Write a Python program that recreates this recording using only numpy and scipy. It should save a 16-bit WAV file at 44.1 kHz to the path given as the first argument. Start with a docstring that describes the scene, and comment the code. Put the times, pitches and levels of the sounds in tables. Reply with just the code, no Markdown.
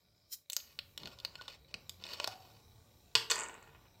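"""A plastic screw cap is twisted off a soda bottle, close to a phone microphone in a small quiet room.
Shaped noise gives the room tone and hiss, random bubble clicks ring the bottle neck as a faint fizz,
and narrow noise whistles as a leak before a puff of gas. Seal and thread then crack and rub, ringing
the cap's modes; the hand thumps dully, the thread squeaks, and the neck pops as the cap comes free.
The cap drops on a desk, bounces, rolls and rattles to rest, ringing cap, desk and rim; the fizz goes on."""
import sys
import numpy as np
from scipy import signal
from scipy.io import wavfile

SR = 44100
rng = np.random.default_rng(int(sys.argv[2]) if len(sys.argv) > 2 else 0)


def inscribe(sig):
    """Save sig as 16-bit PCM at rate SR to the path in sys.argv[1].

    A 1-D sig is mono; a 2-D sig holds one channel per row.
    Samples are clipped to [-1, 1] before scaling.
    """
    pcm = np.round(np.clip(np.atleast_2d(sig).T, -1, 1) * 32767)
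    wavfile.write(sys.argv[1], SR, pcm.astype(np.int16))


def volts(x):
    """Linear amplitude factor 10**(x/20) for a level x in dB, scalar or array-like."""
    e = np.asarray(x, float) / 20
    return 10 ** e


N = 176400   # four seconds of samples
BASS_BELOW_HZ, TREBLE_ABOVE_HZ = 1800, 6000   # how the cap's modes are grouped


def rms_one(x):
    """Scale to an average (rms) level of 1."""
    return x / np.sqrt(np.mean(x ** 2) + 1e-20)


def cut(x, hz, kind, order=2):
    """Butterworth filter."""
    return signal.sosfilt(signal.butter(order, hz, kind, fs=SR, output="sos"), x)


def in_time(rows):
    """Draw a curve through rows that start with a time; one value per sample for each other column."""
    s, *columns = np.transpose(rows)
    return [np.interp(np.arange(N) / SR, s, c) for c in columns]


def gated(rows):
    """Gain of a level curve, fading in and out over 20 ms at its ends."""
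    t = np.arange(N) / SR
    fade = np.clip(np.minimum(t - rows[0][0], rows[-1][0] - t) * 50, 0, 1)
    return volts(in_time(rows)[0]) * fade


def at_hz(points, hz):
    """Read a table of (Hz, value) on a logarithmic pitch axis."""
    table_hz, values = np.transpose(points)
    return np.interp(np.log(hz), np.log(table_hz), values)


def drift(rate):
    """Slow random wandering: 'rate' fresh values per second, joined by lines."""
    knots = rng.standard_normal(400)
    return np.interp(np.arange(N) / SR * rate, np.arange(400), knots)


def grains(per_s, spread_db):
    """Random clicks of uneven size and either sign."""
    sizes = volts(spread_db * np.minimum(rng.exponential(1, N), 5)) * rng.choice([-1, 1], N)
    return sizes * (rng.random(N) < per_s / SR)


def ring(clicks, hz, t60):
    """A resonance: a click of size 1 starts a sine of height 1 that falls 60 dB in t60 seconds."""
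    r, w = volts(-60 / (max(t60, 1 / hz) * SR)), 2 * np.pi * hz / SR
    return signal.lfilter([0, np.sin(w)], [1, -2 * r * np.cos(w), r * r], clicks + 1e-18)


# edges of the third-octave bands, in Hz
EDGES_HZ = np.minimum(30 * 2 ** np.arange(0, 9.4, 1 / 3), 17000)


def bands(x):
    """Split a sound into third-octave bands, each with its centre in Hz."""
    for low, high in zip(EDGES_HZ, EDGES_HZ[1:]):
        yield np.sqrt(low * high), cut(x, [low, high], "band")


def coloured(spectrum, patchy_db):
    """Noise of a given spectrum, each band wavering a little."""
    out = 0
    for hz, band in bands(rng.standard_normal(N)):
        out = out + volts(at_hz(spectrum, hz) + patchy_db * drift(11)) * band
    return rms_one(out)


def strike(s, db, modes, detune=0., scatter_db=3.5):
    """Blows at times s, with db as blows x modes: after a short loading, each mode rings and dies away."""
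    load_s, slip_s = 0.0008, 0.0003   # fixed wait, and largest random extra wait of each mode
    shape = (len(s), len(modes))
    luck, late, bend = rng.standard_normal(shape), rng.random(shape), rng.standard_normal(shape)
    hz, level_db, t60 = np.transpose(modes)[:, :, None]
    out, t = np.zeros(N + SR), np.arange(SR // 8) / SR
    for k, start in enumerate(s):
        age = np.maximum(t - load_s - slip_s * late[k, :, None], 0)
        decay_db = -60 * age / np.maximum(t60, 1 / hz)
        size = volts(db[k, :, None] + level_db + scatter_db * luck[k, :, None] + decay_db)
        rings = size * np.sin(2 * np.pi * hz * (1 + detune * bend[k, :, None]) * age)
        # neighbouring modes push in opposite directions
        out[int(start * SR):][:len(t)] += rings[::2].sum(axis=0) - rings[1::2].sum(axis=0)
    return out[:N]


# Level of the room tone. Each row: time in seconds, level in dB.
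AIR_LEVEL = [(0, -72), (.4, -75), (.48, -85.5), (.62, -70), (1.2, -63), (1.65, -67), (1.8, -63), (4, -65)]
# Colour of the room tone. Each row: pitch in Hz, relative level in dB per Hz.
AIR_COLOUR = [(45, -5.5), (95, -0.5), (215, -12.5), (400, -15), (1000, -20.5), (1800, -33.5), (2400, -30.5),
              (5000, -26), (9500, -35.5), (16000, -31)]


def room_tone():
    """Quiet background noise, strongest in the bass, whose bands waver gently."""
    air = cut(coloured(AIR_COLOUR, patchy_db=2.0), 38.1, "high", order=4)
    return volts(in_time(AIR_LEVEL)[0]) * air


# Level of the treble hiss. Each row: time in seconds, level in dB.
HISS_LEVEL = [(0, -86), (.49, -81), (.55, -77), (.72, -70.5), (1.65, -92), (2.5, -73), (4, -80)]


def treble_hiss():
    """Plain noise above 3 kHz that swells and fades."""
    return volts(in_time(HISS_LEVEL)[0]) * rms_one(cut(rng.standard_normal(N), 3000, "high"))


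# Lowest air mode of the neck, rising as the cap lifts. Each row: time in seconds, pitch in Hz.
NECK_GLIDE = [(0, 597), (2.0, 521), (2.2, 567), (2.245, 670), (2.276, 764), (2.7, 850)]


def neck_air(x):
    """A resonance whose centre glides: shift down, low-pass, shift back."""
    width_hz = 22.7
    turn = np.exp(2j * np.pi * np.cumsum(in_time(NECK_GLIDE)[0]) / SR)
    r = np.exp(-np.pi * width_hz / SR)
    return 2 * np.real(turn * signal.lfilter([1 - r], [1, -r], x / turn))


# Loudness of the bubbles heard through the neck. Each row: time in seconds, relative level in dB.
FIZZ_LEVEL = [(0, -78), (.45, -77.5), (1.9, -68), (2.5, -72), (3, -74), (4, -71.5)]
# Upper air modes of the neck. Each row: pitch in Hz, width in Hz, relative level in dB.
NECK_MODES = [(2370, 180, -6.5), (3900, 140, -0.5)]


def fizz():
    """Bursting bubbles, as random clicks, excite the air column of the neck."""
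    fizz_db, glide_db = -4.5, -7   # whole fizz, and its share through the lowest air mode
    bursts = grains(1700 * volts(1.1 * drift(44)), 5.1)   # around 1700 bursts per second
    out = volts(glide_db) * rms_one(neck_air(bursts))
    for hz, width, db in NECK_MODES:
        t60 = np.log(1000) / np.pi / width   # a wider mode dies sooner
        out = out + volts(db) * rms_one(ring(bursts, hz, t60))
    return volts(in_time(FIZZ_LEVEL)[0] + fizz_db) * out


# Thin whistle before the seal gives. Each row: time in seconds, level in dB.
LEAK_LEVEL = [(0, -83), (.3, -75.5), (.45, -96)]


def leak():
    """Gas whistles thinly: noise through two narrow resonances at one pitch, one slightly wider, in a row."""
    hz, width_hz = 5080, 730
    once = ring(rng.standard_normal(N), hz, 2.2 / width_hz)
    whistle = rms_one(ring(once, hz, 2.0 / width_hz))
    from_before = [(-1, LEAK_LEVEL[0][1])] + list(LEAK_LEVEL)   # already sounding at the start
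    return gated(from_before) * whistle


# Colour of the escaping gas. Each row: pitch in Hz, relative level in dB per Hz.
GAS_COLOUR = [(1000, -38), (2000, -18), (3500, -8.5), (5200, 2), (7500, -1), (9300, -3), (12500, 1),
              (16000, -5.5)]


def puff():
    """Gas rushes out: noise under a short hump, with a softer skirt that fades more slowly."""
    peak_s, peak_db, hump_s = 0.3337, -42.5, 0.0098
    tail_db, rise_t60_s, fall_t60_s = -7, 0.1, 0.21   # tail level is relative to the hump
    t = np.arange(N) / SR - peak_s
    hump = np.exp(-(t / hump_s) ** 2 / 2)
    tail = volts(tail_db - 60 * np.abs(t) / np.where(t > 0, fall_t60_s, rise_t60_s))
    return volts(peak_db) * (hump + tail) * coloured(GAS_COLOUR, patchy_db=0.1)


# Ringing modes of the cap. Each row: pitch in Hz, relative level in dB, time to fall 60 dB in seconds.
CAP_MODES = [(980, -10, 0.0068), (1383, -10.5, 0.0073), (1980, -19.5, 0.0043), (2533, -7.5, 0.0068),
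             (3090, 1.5, 0.0044), (3900, -0.5, 0.0059), (4540, 4, 0.0042), (5346, -8.5, 0.014),
             (6330, -4, 0.0044), (7560, -2, 0.0038), (11930, -1.5, 0.0026), (14700, -3, 0.002)]


def cap_blows(rows):
    """Sharp blows ring the cap, favouring the modes near each blow's strongest pitch."""
    blow_db, favour_db, favour_octaves = -13, 8.5, 0.32
    s, db, peak_hz, bass_db, treble_db = np.transpose(rows)[:, :, None]
    hz = np.array(CAP_MODES)[:, 0]
    level = db + blow_db + favour_db * np.exp(-(np.log2(hz / peak_hz) / favour_octaves) ** 2)
    level = level + bass_db * (hz < BASS_BELOW_HZ) + treble_db * (hz > TREBLE_ABOVE_HZ)
    # detune: each blow finds the modes at a slightly different pitch
    return strike(s[:, 0], level, CAP_MODES, detune=0.05, scatter_db=2)


# Seal and thread cracks. Each row: start in seconds, relative strength in dB, strongest pitch in Hz,
# extra bass in dB, extra treble in dB.
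CRACKS = [(0.4987, -23, 4180, -4, 9), (0.5209, -38, 6000, -12, 12), (0.531, -29.5, 9000, -27, 15),
          (0.565, -16.5, 4900, -3, 8.5), (0.601, -37, 3560, -7, -3), (0.789, -24, 3360, -0.5, -6),
          (0.976, -19.5, 3480, -23, -7), (1.0326, -32, 2430, 7.5, -17), (1.0561, -32, 3900, -9, -5),
          (1.0726, -31, 3020, 9.5, -4), (1.1875, -39, 3740, -12, -14), (1.2, -37.5, 3840, -4, 0.5),
          (1.2484, -17.5, 4650, -29, -6), (1.354, -30.5, 4130, 7, -5), (1.4111, -34, 2740, 18.5, -17),
          (1.419, -35, 3800, -6, -6), (1.48, -31.5, 3700, 16.5, -20), (1.5064, -45, 3900, 6, -2),
          (1.7406, -20.5, 2370, -1.5, -11), (1.894, -26.5, 4140, -35, 9), (2.038, -28, 3870, -26, -17),
          (2.0651, -28.5, 3660, -19, -19), (2.1338, -30.5, 3870, -15, 4), (2.1438, -33.5, 3570, 10, -8),
          (2.1991, -18, 2870, 11.5, -12), (2.2423, -19.5, 4000, 13.5, -2), (2.274, -19, 4130, 12, 0.5)]


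def cracks():
    """Seal and thread give way in sudden jerks that ring the cap."""
    return cap_blows(CRACKS)


# How long the room rings. Each row: pitch in Hz, time to fall 60 dB in seconds.
ROOM_T60 = [(200, 0.95), (1000, 0.44), (4000, 0.3), (8000, 0.28), (15000, 0.39)]


def room(close, far):
    """Reflections from screen and bottle close by, and a far-wall tail that dies band by band."""
    near_db, near_t60_s, far_db = -2.5, 0.017, -9.5
    t = np.arange(SR // 2) / SR
    near = rng.standard_normal(len(t)) * volts(-60 * t / near_t60_s) * (t > 0.001)
    near = volts(near_db) * near / np.linalg.norm(near)
    tail = sum(b * volts(-60 * t / at_hz(ROOM_T60, hz)) for hz, b in bands(rng.standard_normal(len(t))))
    tail = volts(far_db) * tail * (t > 0.004) / np.linalg.norm(tail)
    return (signal.fftconvolve(close, near) + signal.fftconvolve(far, tail))[:N]


# Turns of the cap rubbing on the thread. 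Each row: start in seconds, length in seconds,
# level of the upper modes in dB, relative bass in dB.
RUBS = [(0.57, 0.24, -69.5, -31), (0.981, 0.19, -59.5, -0.5), (1.154, 0.31, -73.5, 8),
        (1.367, 0.16, -64.5, -4), (1.471, .11, -53, -13), (1.674, 0.054, -66.5, -6),
        (1.993, 0.048, -60, 1.5), (2.023, 0.2, -53, -4.5), (2.168, 0.2, -53.5, 1),
        (2.276, 0.37, -66.5, 1.5)]


def rubbing():
    """The thread sticks and slips: clumps of tiny clicks ring the cap's modes, turn by turn."""
    treble_trim_db, bass_trim_db, edge_s = -12, -6.5, 0.019
    t = np.arange(N) / SR
    # two streams of slips, shared out among the modes
    slips = [grains(1200 * volts(9 * drift(90)), 4) for _ in range(2)]
    low, high = 0, 0
    for k, (hz, db, t60) in enumerate(CAP_MODES):
        sound = ring(slips[k % 2], hz, t60) * volts(db + treble_trim_db * (hz > TREBLE_ABOVE_HZ))
        if hz < BASS_BELOW_HZ:
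            low = low + sound
        else:
            high = high + sound
    low, high = rms_one(low), rms_one(high)
    out = np.zeros(N)
    for s, length, db, bass_db in RUBS:
        # quick rise, then a fade over the second half
        shape = np.clip(np.minimum((t - s) / edge_s, 2 * (s + length - t) / length), 0, 1)
        out += volts(db) * shape * (high + volts(bass_db + bass_trim_db) * low)
    return out


# Hand on the bottle. Each row: time in seconds, level in dB.
THUMP_LEVEL = [(0.95, -74), (1.056, -52.5), (1.2, -85), (1.7, -80), (1.75, -56), (1.86, -81)]


def hand_thump():
    """Dull pushes of the hand: low noise that swells and fades."""
    low_hz, high_hz = 70.6, 240
    noise = cut(cut(rng.standard_normal(N), high_hz, "low", order=1), low_hz, "high")
    return gated(THUMP_LEVEL) * rms_one(cut(noise, 4 * high_hz, "low"))


# Squeaks of the thread. Each row: middle in seconds, pitch in Hz, level in dB,
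# time from the middle to about a third of the height in seconds.
SQUEAKS = [(1.399, 1480, -50, .009)]


def squeak():
    """The thread squeaks: a short tone under a bell-shaped hump."""
    t = np.arange(N) / SR
    return sum(volts(db) * np.exp(-((t - s) / length) ** 2) * np.sin(2 * np.pi * hz * t)
               for s, hz, db, length in SQUEAKS)


# Pops of the neck. Each row: start in seconds, level in dB, pitch in Hz, time to fall 60 dB in seconds.
POPS = [(2.276, -30.5, 755, 0.06)]


def pop():
    """The neck rings as the cap comes free."""
    return sum(ring(volts(db) * (np.arange(N) == int(s * SR)), hz, t60) for s, db, hz, t60 in POPS)


# Cap landing on the desk. Each row: start in seconds, relative strength in dB, strongest pitch in Hz,
# extra bass in dB, extra treble in dB.
DROPS = [(3.152, -7, 4360, -2.5, 2.5), (3.1573, -18.5, 4340, -25, -21), (3.2992, -17.5, 7400, -10, -2.5),
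         (3.303, -18, 7300, 7.5, 4), (3.311, -9.5, 7600, -31, 5), (3.316, -14, 4400, -10, 6),
         (3.3189, -30, 4070, -24, 9)]


def landings():
    """The cap itself rings as it lands, its treble dulled above about 8.5 kHz."""
    return cut(cap_blows(DROPS), 8450, "low")


# A single desk mode below the crowd: pitch in Hz, relative level in dB, time to fall 60 dB in seconds.
DESK_BELOW_CROWD = (468, 1, .1)


def desk_modes():
    """A single longer mode, and above it a crowd of short modes, shorter the higher they are."""
    from_hz, to_hz, cycles, tilt_db = 874, 2847, 53.6, 1   # each rings for so many cycles; tilt per octave
    crowd_hz = np.geomspace(from_hz, to_hz, num=22) * rng.uniform(0.98, 1.02, 22)
    return [DESK_BELOW_CROWD] + [(hz, tilt_db * np.log2(hz / from_hz), cycles / hz) for hz in crowd_hz]


def desk_knocks(modes):
    """Landings and rim touches set the desk ringing."""
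    knock_db, touch_db = -32, 11   # all knocks; extra for the rim touches
    knocks = [row[:2] for row in DROPS] + [(s, db + touch_db) for s, db in TOUCHES]
    s, db = np.transpose(knocks)
    return strike(s, db[:, None] + knock_db + np.zeros(len(modes)), modes, scatter_db=2)


def desk_boom():
    """The desk's low boom under the first landing."""
    hz, db, t60_s = 117.8, -50.5, 0.48
    landing = volts(db) * (np.arange(N) == int(DROPS[0][0] * SR))
    return cut(ring(landing, hz, t60_s), hz * np.array([0.6, 1.4]), "band")


# Cap rolling on the desk. Each row: time in seconds, level in dB.
ROLL_LEVEL = [(3.33, -42), (3.48, -54), (3.6, -65.5), (3.85, -73), (3.95, -107)]


def rolling(modes):
    """The rolling cap's many tiny bumps keep the desk's modes ringing."""
    bumps = grains(900, 4.83)
    return gated(ROLL_LEVEL) * rms_one(sum(volts(db) * ring(bumps, hz, t60) for hz, db, t60 in modes))


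# Rim touches as the cap rattles to rest. Each row: start in seconds, relative strength in dB.
TOUCHES = [(3.3566, -27), (3.3694, -44), (3.3807, -31), (3.3894, -34), (3.3978, -30), (3.4066, -35),
           (3.4153, -36), (3.422, -39), (3.4284, -39), (3.4341, -37.5), (3.4393, -36), (3.444, -48),
           (3.454, -45), (3.4847, -45), (3.5413, -46), (3.6266, -53), (3.677, -63)]
# Ringing of the rim. Each row: pitch in Hz, relative level in dB, time to fall 60 dB in seconds.
RIM_MODES = [(7540, 4.5, 0.0023)]


def rim():
    """Each touch ticks in the rim's modes."""
    s, db = np.transpose(TOUCHES)
    ticks = strike(s, db[:, None] + 5.5 + np.zeros(len(RIM_MODES)), RIM_MODES)
    return cut(ticks, [6300, 8600], "band")


def scene():
    """Mix all sources, with the room around the cap and the desk."""
    neck_db, drop_wet_db, rim_wet_db = 4, 7, 3.5   # the desk is farther off, so it gets more room
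    background = room_tone() + treble_hiss() + fizz()
    gas = leak() + puff()
    cap = cracks() + rubbing()
    hand = cap + volts(neck_db) * neck_air(cap) + squeak() + pop()
    hand = cut(hand, 278, "high", order=3)   # the small cap radiates no bass
    modes = desk_modes()
    drop = cut(landings() + desk_knocks(modes) + rolling(modes), 326, "high")
    ticks = rim()
    wet = room(hand + drop, hand + volts(drop_wet_db) * drop + volts(rim_wet_db) * ticks)
    thumps = hand_thump() + desk_boom()
    return (background + gas + hand + thumps + drop + ticks + wet)[None]


def low_pass(x):
    """Removes everything above the highest recorded frequency."""
    return signal.sosfilt(signal.butter(12, 16840, fs=SR, output="sos"), x)


def record(dry):
    """The microphone: a partial dip in its treble, then a steep top cut."""
    dip_hz, dip_width_hz, dip_share = 10160, 2500, 0.4
    b, a = signal.iirpeak(dip_hz, dip_hz / dip_width_hz, fs=SR)
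    dipped = dry - dip_share * signal.lfilter(b, a, dry)
    mix = signal.sosfilt(signal.cheby2(8, 30, 16400, fs=SR, output="sos"), dipped)
    return low_pass(mix)


dry = scene()
out = record(dry)
inscribe(out)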